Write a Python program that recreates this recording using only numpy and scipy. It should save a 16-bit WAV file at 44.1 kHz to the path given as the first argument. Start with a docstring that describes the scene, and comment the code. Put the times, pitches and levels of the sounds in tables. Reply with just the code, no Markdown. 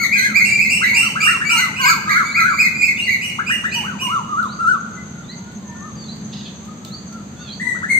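"""A garden among trees at dusk, heard by two spaced microphones. A loud flock trades arched whistles,
a low-voiced bird answers with rolling calls, hoarse birds call from deeper in the trees and far birds
pipe between them. Each note is a gliding syrinx tone with overtones. Trunks and walls echo the birds
and a few twig clicks, over pulsing crickets and a distant low hum."""
import sys
import numpy as np
from scipy import signal
from scipy.fft import rfft, irfft, next_fast_len
from scipy.io import wavfile
from scipy.ndimage import uniform_filter1d, minimum_filter1d

SR = 44100
rng = np.random.default_rng(int(sys.argv[2]) if len(sys.argv) > 2 else 0)


def dump(signal):
    """Clip the signal to [-1, 1] and save it as 16-bit WAV at the path in sys.argv[1]."""
    limited = np.clip(np.atleast_2d(signal).T, -1, 1)
    pcm = np.round(limited * 32767).astype(np.int16)
    wavfile.write(sys.argv[1], SR, pcm)


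N = 352359


def flock():
    """Loud short arches, longer whistles that dip, peak and fall, low pips as after-notes."""
    # Shapes. Each row: share of length, level in dB, pitch ratio.
    arch = [(0, -5.5, .81), (.28, 2.5, .92), (.6, -1, 1.0), (.8, -3, .97), (1, -4.5, .82)]
    dipping_whistle = [(0, -5, 0.93), (.22, 3, 0.82), (.45, -1.5, 1.0), (.72, 1, 0.91), (1, -10, .8)]
    pip = [(0, -7.5, .94), (.5, 1.5, 1.0), (1, -10.5, .91)]
    # Each row: start in s, length in s, level in dB, pan in dB, overtone offset in dB, top pitch in Hz.
    arches = [(-.03, 0.081, -10.5, 5.5, -11, 2256), (.114, 0.046, -6, 4, -22, 2510),
              (.345, 0.053, -8.5, -4.5, -17, 2539), (.59, .058, -9, -2, -17.5, 2612),
              (2.095, 0.041, -14, -7, -12.5, 2333), (2.346, .05, -7.5, 1.5, -21, 2515),
              (2.575, 0.054, -9.5, 0.5, -16.5, 2538), (2.82, 0.056, -11, -4, -16, 2627)]
    dipping_whistles = [(.828, .105, -14.5, -1.5, -16.5, 2354), (1.815, 0.1, -16.5, -3.5, -3, 2579),
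                        (3.066, .092, -12, -1.5, -17, 2378)]
    pips = [(.17, 0.034, -13, -8.5, -6.5, 2140), (.225, 0.037, -7, 1.5, -12.5, 2180),
            (.405, 0.04, -8.5, 2, -18, 2201), (.648, 0.039, -12, 0.5, -17, 2180),
            (1.56, 0.039, -16.5, 1.5, -3, 2210), (1.615, 0.04, -12, 1.5, -18.5, 2110),
            (1.835, 0.029, -14, 14, -18.5, 2225), (2.157, .025, -8.5, 3, -17, 2170),
            (2.402, 0.031, -14.5, -3, -9.5, 2130), (2.638, 0.033, -9.5, 2, -17, 2184),
            (2.878, 0.037, -8, 2, -20.5, 2216)]
    partials_db = [0, 5, -2.5, -13.5, -15, -11]
    notes = calls(arch, arches) + calls(dipping_whistle, dipping_whistles) + calls(pip, pips)
    return syrinx(notes, partials_db, waver=.004, flutter_db=3, rasp_rad=.45)


def low_bird():
    """Swoops rise steeply and tip over; rolls hold a lead pitch, dip, climb and fall away."""
    # Each row: share of length, level in dB, pitch ratio.
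    swoop = [(0, -17.5, .45), (.15, 1, 0.74), (.3, 3, 0.9), (.55, -6.5, 1), (1, -18, .8)]
    # Each row: share of length, level in dB, weight of lead pitch, weight of top pitch.
    roll = [(0, -14, .9, -0.0028), (.1, -1, 0.99, -0.0069), (.35, -5, 1.09, -.18), (.52, 0.5, 0.017, 0.95),
            (.6, 2.5, 0.015, 1.0), (.76, -2, .2, .7), (1, -11, .55, .19)]
    # Each row: start in s, length in s, level in dB, pan in dB, overtone offset in dB, pitch in Hz (rolls:
    # lead, then top pitch).
    swoops = [(.345, .2, -41, 0.12, -17, 1584), (.805, .09, -25.5, 3, -24, 1800),
              (1.15, 0.067, -21, 1.5, -29, 1743), (1.263, 0.058, -17, .1, -23.5, 2043),
              (1.402, 0.076, -22.5, 0.094, -19, 2000), (3.384, 0.054, -22.5, 4.3, -30, 1750),
              (3.492, 0.0698, -18.5, 0.94, -20.5, 2037), (3.635, .07, -18.5, 2.5, -18, 2006),
              (7.74, 0.064, -35.5, 2.7, -33, 1640), (7.822, .07, -27, 1.54, -21, 1917)]
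    rolls = [(-.14, .2, -28, 0, -29, 1510, 1550), (.142, 0.19, -23, 2, -7, 1670, 1693),
             (.922, 0.19, -32.5, 0, -26, 1021, 1394), (1.207, 0.17, -22.5, 2, -11.5, 1339, 1460),
             (1.492, 0.19, -22, 2.5, -7.5, 1440, 1527), (1.517, .2, -30.5, 1, -26, 1006, 1306),
             (1.782, 0.17, -22, 1.5, -29, 1620, 1652), (1.787, 0.2, -22, 0, -11, 1111, 1350),
             (2.062, 0.19, -19.5, .8, -20, 1304, 1464), (2.072, 0.18, -22, 2, -18, 1718, 1707),
             (2.362, .185, -17.5, 1.5, -24, 1430, 1520), (2.372, 0.18, -23, -0.5, -18, 1715, 1685),
             (3.751, 0.22, -31, 3, -24, 992, 1558), (4.016, 0.2, -23, 0, -24, 1112, 1376),
             (4.288, .19, -19.5, .6, -30.5, 1291, 1456), (4.59, .187, -18.5, 1.5, -23.5, 1425, 1517)]
    partials_db = [6.5, -4.5, 0, 0, -7.5, -5.5]
    notes = calls(swoop, swoops) + calls(roll, rolls)
    return syrinx(notes, partials_db, waver=.003, flutter_db=2.2, rasp_rad=.35)


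def hoarse_birds():
    """One bird gives hooks (leap, plateau, drop) and level notes; a deeper one rises, then sags."""
    # Shapes. Each row: share of length, level in dB, pitch ratio.
    hook = [(0, -8, .79), (.12, 1, .85), (.25, -6, 1), (.55, -1.5, 0.95), (.8, -16, .94), (1, -14, 0.69)]
    hold = [(0, -3.5, .97), (.35, -3, 0.99), (1, -3.5, 1.01)]
    sag = [(0, -8, .87), (.2, 2, 1.0), (.45, -8, 0.92), (.65, -2.5, .97), (1, -3.5, .91)]
    # Each row: start in s, length in s, level in dB, pan in dB, overtone offset in dB, pitch in Hz.
    hooks = [(.445, 0.045, -10.5, -6.5, -7, 2793), (.69, 0.082, -7.5, 0, -7.5, 2811),
             (.94, 0.098, -9, -1, -7.5, 2835), (1.205, 0.11, -9, -1.5, -8.5, 2880),
             (1.49, .09, -9.5, -2.5, -7.5, 2979), (1.757, 0.1, -16.5, -4, -14, 2990),
             (2.969, 0.061, -14, 1, -15.5, 2934), (3.21, 0.098, -13.5, -.5, -11, 2994),
             (3.465, 0.11, -17, -3, -11.5, 2987), (3.716, 0.1, -15.5, -1.5, -11.5, 2982),
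             (3.99, .085, -12.5, -2, -10.5, 2983)]
    holds = [(.49, .1, -13, 1, -12.5, 2383), (.745, .055, -20.5, -3, -15, 2918),
             (1.0, 0.055, -19, -2, -8.5, 2940), (1.45, .05, -12, 7.5, -12.5, 2320),
             (2.227, .062, -19, .1, -7, 2282), (2.495, .08, -22, -9.5, -6, 2348),
             (2.742, 0.0786, -14.5, -2, -9.5, 2458)]
    sags = [(7.599, .115, -13, 4.6, -20.5, 2081), (7.883, .105, -15.5, 5, -19.5, 2220)]
    upper_partials_db = [2, 4, -1, -6, -18.5, -22]
    deep_partials_db = [2.5, 1, -0.5, 2.5, -16, -14]
    notes = calls(hook, hooks) + calls(hold, holds)
    upper = syrinx(notes, upper_partials_db, waver=.006, flutter_db=3.5, rasp_rad=.42)
    deep = syrinx(calls(sag, sags), deep_partials_db, waver=.012, flutter_db=3.5, rasp_rad=.4)
    return upper + deep


def far_piping_and_echoes():
    """Soft far piping and faint late echoes of the low calls; a small bird repeats a rising whistle."""
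    # Each row: share of length, level in dB, weights of start, middle and end pitch.
    glide = [(0, -9, 1, 0, 0), (.55, 0, 0, 1, 0), (1, -10, 0, 0, 1)]
    # Each row: start in s, length in s, level in dB, pan in dB, overtone offset in dB,
    # start, middle and end pitch in Hz.
    pipes_and_echoes = [(4.585, 0.047, -52, -6, -23, 2490, 2830, 2740),
                        (4.64, 0.14, -56, -6, -25, 2690, 3060, 2280),
                        (4.96, 0.044, -39, 1, -30, 2050, 2030, 2020),
                        (5.11, .16, -43.5, 3, -30, 1440, 1412, 1120),
                        (5.3, 0.061, -40, 1.5, -27, 1915, 2077, 2054),
                        (5.37, 0.17, -45, 4, -30, 1410, 1416, 1510),
                        (5.389, 0.076, -45, 4, -30, 930, 944, 935),
                        (5.6, 0.2, -45, -4, -35, 1100, 933, 1080),
                        (5.79, 0.13, -38.5, 6, -35, 1080, 1278, 1070),
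                        (5.649, 0.26, -48, 14, -26, 1785, 1803, 1777),
                        (5.74, 0.046, -44, -3, -30, 1390, 1424, 1460),
                        (5.961, 0.12, -34, 0, -25, 4770, 4530, 4020),
                        (6.62, 0.147, -47, 9, -28, 1140, 1255, 1216),
                        (6.821, 0.16, -46.5, 7, -26, 1300, 1324, 1190),
                        (7.1, 0.11, -42, 3, -31, 1330, 1386, 1190),
                        (7.34, 0.14, -44.5, 7, -24, 1380, 1466, 1336),
                        (7.35, 0.11, -49, 8, -33, 1150, 1190, 1230),
                        (7.64, 0.044, -40, -3, -30, 975, 950, 950)]
    # Each row: time into the whistle in s, pitch in Hz, level in dB.
    whistle = [(0, 3566, 4.5), (.03, 3646, -2.5), (0.056, 4090, 14), (.09, 4700, 19), (.115, 4520, -20)]
    # Each row: start in s, level in dB.
    repeats = [(0.989, -47.5), (2.27, -46), (2.97, -46.5), (3.66, -48), (4.448, -50.5), (5.245, -50.5),
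               (6.041, -49), (6.863, -49), (7.455, -47)]
    pan_db, overtone_db = -3, -30
    whistles = [(pan_db, overtone_db, [(start_s + s, hz, db + shape_db) for s, hz, shape_db in whistle])
                for start_s, db in repeats]
    partials_db = [5, -14]
    notes = calls(glide, pipes_and_echoes) + whistles
    return syrinx(notes, partials_db, waver=.004, flutter_db=2.5, rasp_rad=.1, fade_s=.012)


def nasal_calls():
    """A far nasal note and a rougher squawk, strongest in partials 4 and 5."""
    # Each row: pan in dB, overtone offset in dB, contour of (time in s, pitch in Hz, level in dB).
    note = [(-6, 1.5, [(7.36, 840, -61), (7.43, 918, -45), (7.48, 842, -41), (7.54, 782, -56)])]
    squawk = [(-2.5, -0.5, [(6.315, 860, -49), (6.335, 926, -38), (6.37, 980, -37.5), (6.41, 953, -40),
              (6.45, 907, -45), (6.47, 862, -39), (6.51, 836, -49)])]
    partials_db = [-39, -13, -5, 6, 6, -9]
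    smooth = syrinx(note, partials_db, waver=.004, flutter_db=3, rasp_rad=.08)
    rough = syrinx(squawk, partials_db, waver=.025, flutter_db=3, rasp_rad=.3)
    return smooth + rough


def calls(shape, rows):
    """Stretch one shape over each row, giving notes for syrinx. Pan is left minus right."""
    notes = []
    for start_s, length_s, db, pan_db, overtone_db, *pitches_hz in rows:
        contour = [(start_s + share * length_s, np.dot(weights, pitches_hz), db + shape_db)
                   for share, shape_db, *weights in shape]
        notes.append((pan_db, overtone_db, contour))
    return notes


def syrinx(notes, partials_db, waver, flutter_db, rasp_rad, fade_s=.004):
    """Gliding harmonics, fundamental first; pitch wavers, level flutters, uneven cycles add rasp."""
    out = np.zeros((2, N))
    wobble = 1 + waver * walk(150)
    swing_db = flutter_db * walk(90)
    slip_rad = rasp_rad * walk(900)  # spares the fundamental, blurs high overtones most
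    for pan_db, overtone_db, contour in notes:
        s, hz, db = np.transpose(contour)
        i = np.arange(max(int((s[0] - fade_s) * SR), 0), min(int((s[-1] + fade_s) * SR), N))
        t = i / SR
        pitch_hz = uniform_filter1d(np.interp(t, s, hz), int(.0041 * SR)) * wobble[i]  # corners rounded
        phase = 2 * np.pi * np.cumsum(pitch_hz) / SR
        tone = np.zeros(len(i))
        for k, partial_db in enumerate(partials_db):
            gain = undb(partial_db + overtone_db * (k > 0))
            in_band = (k + 1) * pitch_hz < .45 * SR
            tone += gain * np.sin((k + 1) * phase + k * slip_rad[i]) * in_band
        fade = np.clip(np.minimum(t - s[0], s[-1] - t) / fade_s + 1, 0, 1) ** 2
        sides_db = np.array([[pan_db], [-pan_db]]) / 2
        out[:, i] += tone * fade * undb(np.interp(t, s, db) + swing_db[i] + sides_db)
    return out


def twigs():
    """Dry snaps and leaf rustles: bright noise bursts that die quickly."""
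    # Each row: start in s, level in dB before filtering.
    clicks = [(1.2156, -17), (1.2361, -30), (4.3051, -46), (4.429, -21.5), (5.4455, -40), (5.5194, -33),
              (5.6785, -39), (6.16, -33), (6.6494, -28), (6.849, -17), (7.126, -28)]
    t60_s = .032
    t = np.arange(int(.15 * SR)) / SR
    out = np.zeros((2, N))
    for start_s, db in clicks:
        i = int(start_s * SR)
        out[:, i:i + len(t)] += undb(db - 60 * t / t60_s) * rng.standard_normal((2, len(t)))
    return colour(out, [(800, -32), (2500, -9.5), (4000, 3.5), (15000, -18)])


def crickets():
    """A near cricket chirps in three down-sliding pulses; many far ones blur into a flickering band."""
    # Near cricket. Each row: time in s, level in dB.
    loudness = [(0, -29.5), (2, -45), (3.3, -38.5), (4.4, -40.5), (5.3, -40), (5.7, -33), (6, -33.5),
                (6.3, -52), (7, -74), (8, -60)]
    first_s, period_s, gap_s = .069, .128, .021
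    t = np.arange(int(.0146 * SR)) / SR
    pitch_hz = 6750 - 50000 * t
    pulse = np.sin(np.pi * t / t[-1]) ** 2 * np.sin(2 * np.pi * np.cumsum(pitch_hz) / SR)
    chirps_s = np.arange(first_s, N / SR, period_s)
    chirps_db = np.interp(chirps_s, *np.transpose(loudness))
    jitter_db = .6 * rng.standard_normal((len(chirps_s), 3))
    beats = np.zeros(N)
    for k, db in enumerate([0, -3, -10]):  # last pulse first: the chirp swells
        onsets = ((chirps_s - k * gap_s) * SR).astype(int) - len(t) // 2
        beats[onsets] = undb(db + jitter_db[:, k] + chirps_db)
    near = signal.fftconvolve(beats, pulse)[:N]
    chorus = band(hz=6375, width_hz=420) * undb(3.6 * walk(40))
    return near + level(chorus, db=-47.5)


def air():
    """Distant hum, rustle and faint hiss: alike at both microphones in the bass, unrelated above."""
    # Each row: frequency in Hz, relative noise density in dB.
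    spectrum = [(18, -61), (30, -19.5), (198, 0.5), (276, -10), (501, -19.5), (1240, -26), (2790, -34.5),
                (4500, -28), (5580, -36), (6440, -25.5), (8380, -42), (9000, -81.5), (11700, -101),
                (19800, -120)]
    alike_below_hz = 450
    mid, side = rng.standard_normal((2, N))
    side = colour(side, [(20, -10), (alike_below_hz / 2, -15), (alike_below_hz * 2, 0), (16000, 0)])
    rustle = level(colour(np.array([mid + side, mid - side]), spectrum), db=-34)
    hum = level(band(hz=211.7, width_hz=22.5)[0], db=-39)
    hiss = level(band(hz=13500, width_hz=4000), db=-68.5)
    return (rustle + hum) * undb(.6 * walk(3)) + hiss


def trees(x, direct_db, scatter_db, scatter_t60_s, tail_db, tail_t60_s):
    """Direct sound, quick scatter off trunks and a long tail from walls, unlike at each microphone."""
    build_s, pole = .01, .35
    t = np.arange(int(1.5 * SR)) / SR
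    scatter = level(rng.standard_normal((2, len(t))) * undb(-60 * t / scatter_t60_s), scatter_db)
    tail = level(rng.standard_normal((2, len(t))) * undb(-60 * t / tail_t60_s), tail_db)
    # Leaves and air absorb treble on long paths.
    tail = signal.lfilter([(1 - pole) ** 2], np.convolve([1, -pole], [1, -pole]), tail)
    build = np.clip(t / build_s, 0, 1) ** 2
    response = build * (scatter + tail) / np.sqrt(len(t))
    return undb(direct_db) * x + signal.fftconvolve(x, response, axes=1)[:, :N]


def later_left(x, samples):
    """Extra path to the left microphone; negative arrives there first."""
    return np.array([np.roll(x[0], samples), x[1]])


def undb(db):
    """Decibels to gain."""
    return 10 ** (np.asarray(db) / 20)


def level(x, db):
    """Set the rms level."""
    return x * undb(db) / np.sqrt(np.mean(x ** 2))


def colour(x, points):
    """Filter by (Hz, dB) points on a log axis."""
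    hz, db = np.transpose(points)
    size = next_fast_len(N)
    bins_hz = np.maximum(np.arange(size // 2 + 1) * SR / size, 1)
    gain = undb(np.interp(np.log(bins_hz), np.log(hz), db))
    return irfft(rfft(x, size) * gain, size)[..., :N]


def band(hz, width_hz):
    """Band noise, unrelated left and right."""
    sos = signal.butter(2, [hz - width_hz / 2, hz + width_hz / 2], "bandpass", fs=SR, output="sos")
    return signal.sosfilt(sos, rng.standard_normal((2, N)))


def walk(rate_hz):
    """Random steps, smoothed twice; spread near 1."""
    hold = int(SR / rate_hz)
    steps = np.repeat(rng.standard_normal(N // hold + 1), hold)
    return 1.496 * uniform_filter1d(uniform_filter1d(steps, hold), hold)[:N]


def scene():
    """Birds and twigs echo among the trees, over crickets and air."""
    # Each place: direct in dB, scatter in dB, its T60 in s, tail in dB before damping, its T60 in s.
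    flock_place = (-4, -1, 0.28, -7.5, 1.25)
    low_place = (-3, -3.5, 0.13, -10.5, 1.0)
    hoarse_place = (-8, -1.5, 0.36, -7.5, 0.89)
    far_place = (-3.5, -3.5, 0.29, -8.5, 1.3)
    loud = later_left(flock(), samples=19)
    low = later_left(low_bird(), samples=-10)
    hoarse = later_left(hoarse_birds(), samples=19)
    far = far_piping_and_echoes() + nasal_calls()
    close = trees(loud, *flock_place) + trees(low, *low_place)
    distant = trees(hoarse, *hoarse_place) + trees(far + twigs(), *far_place)
    return close + distant + crickets() + air()


def record(dry):
    """Overall tone colour, a near-silent band at 9-11 kHz, a peak limiter, a steep low-pass."""
    # Each row: frequency in Hz, gain in dB.
    tone_colour = [(20, -5.5), (40, -14), (75, 0.5), (3000, 0.5), (5000, -7), (5500, -11), (6000, -1),
                   (8700, 1.5), (9200, -33.5), (11200, -27.5), (11600, 0), (13500, 2.5), (16000, -6.5)]
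    ceiling, span, cutoff_hz = .96, int(.004 * SR), 15750
    x = colour(dry, tone_colour)
    peak = -minimum_filter1d(-np.abs(x).max(axis=0), 2 * span)
    limited = x * uniform_filter1d(np.minimum(1, ceiling / peak), span)
    return signal.sosfilt(signal.ellip(12, .2, 80, cutoff_hz, fs=SR, output="sos"), limited)


dry = scene()
out = record(dry)
dump(out)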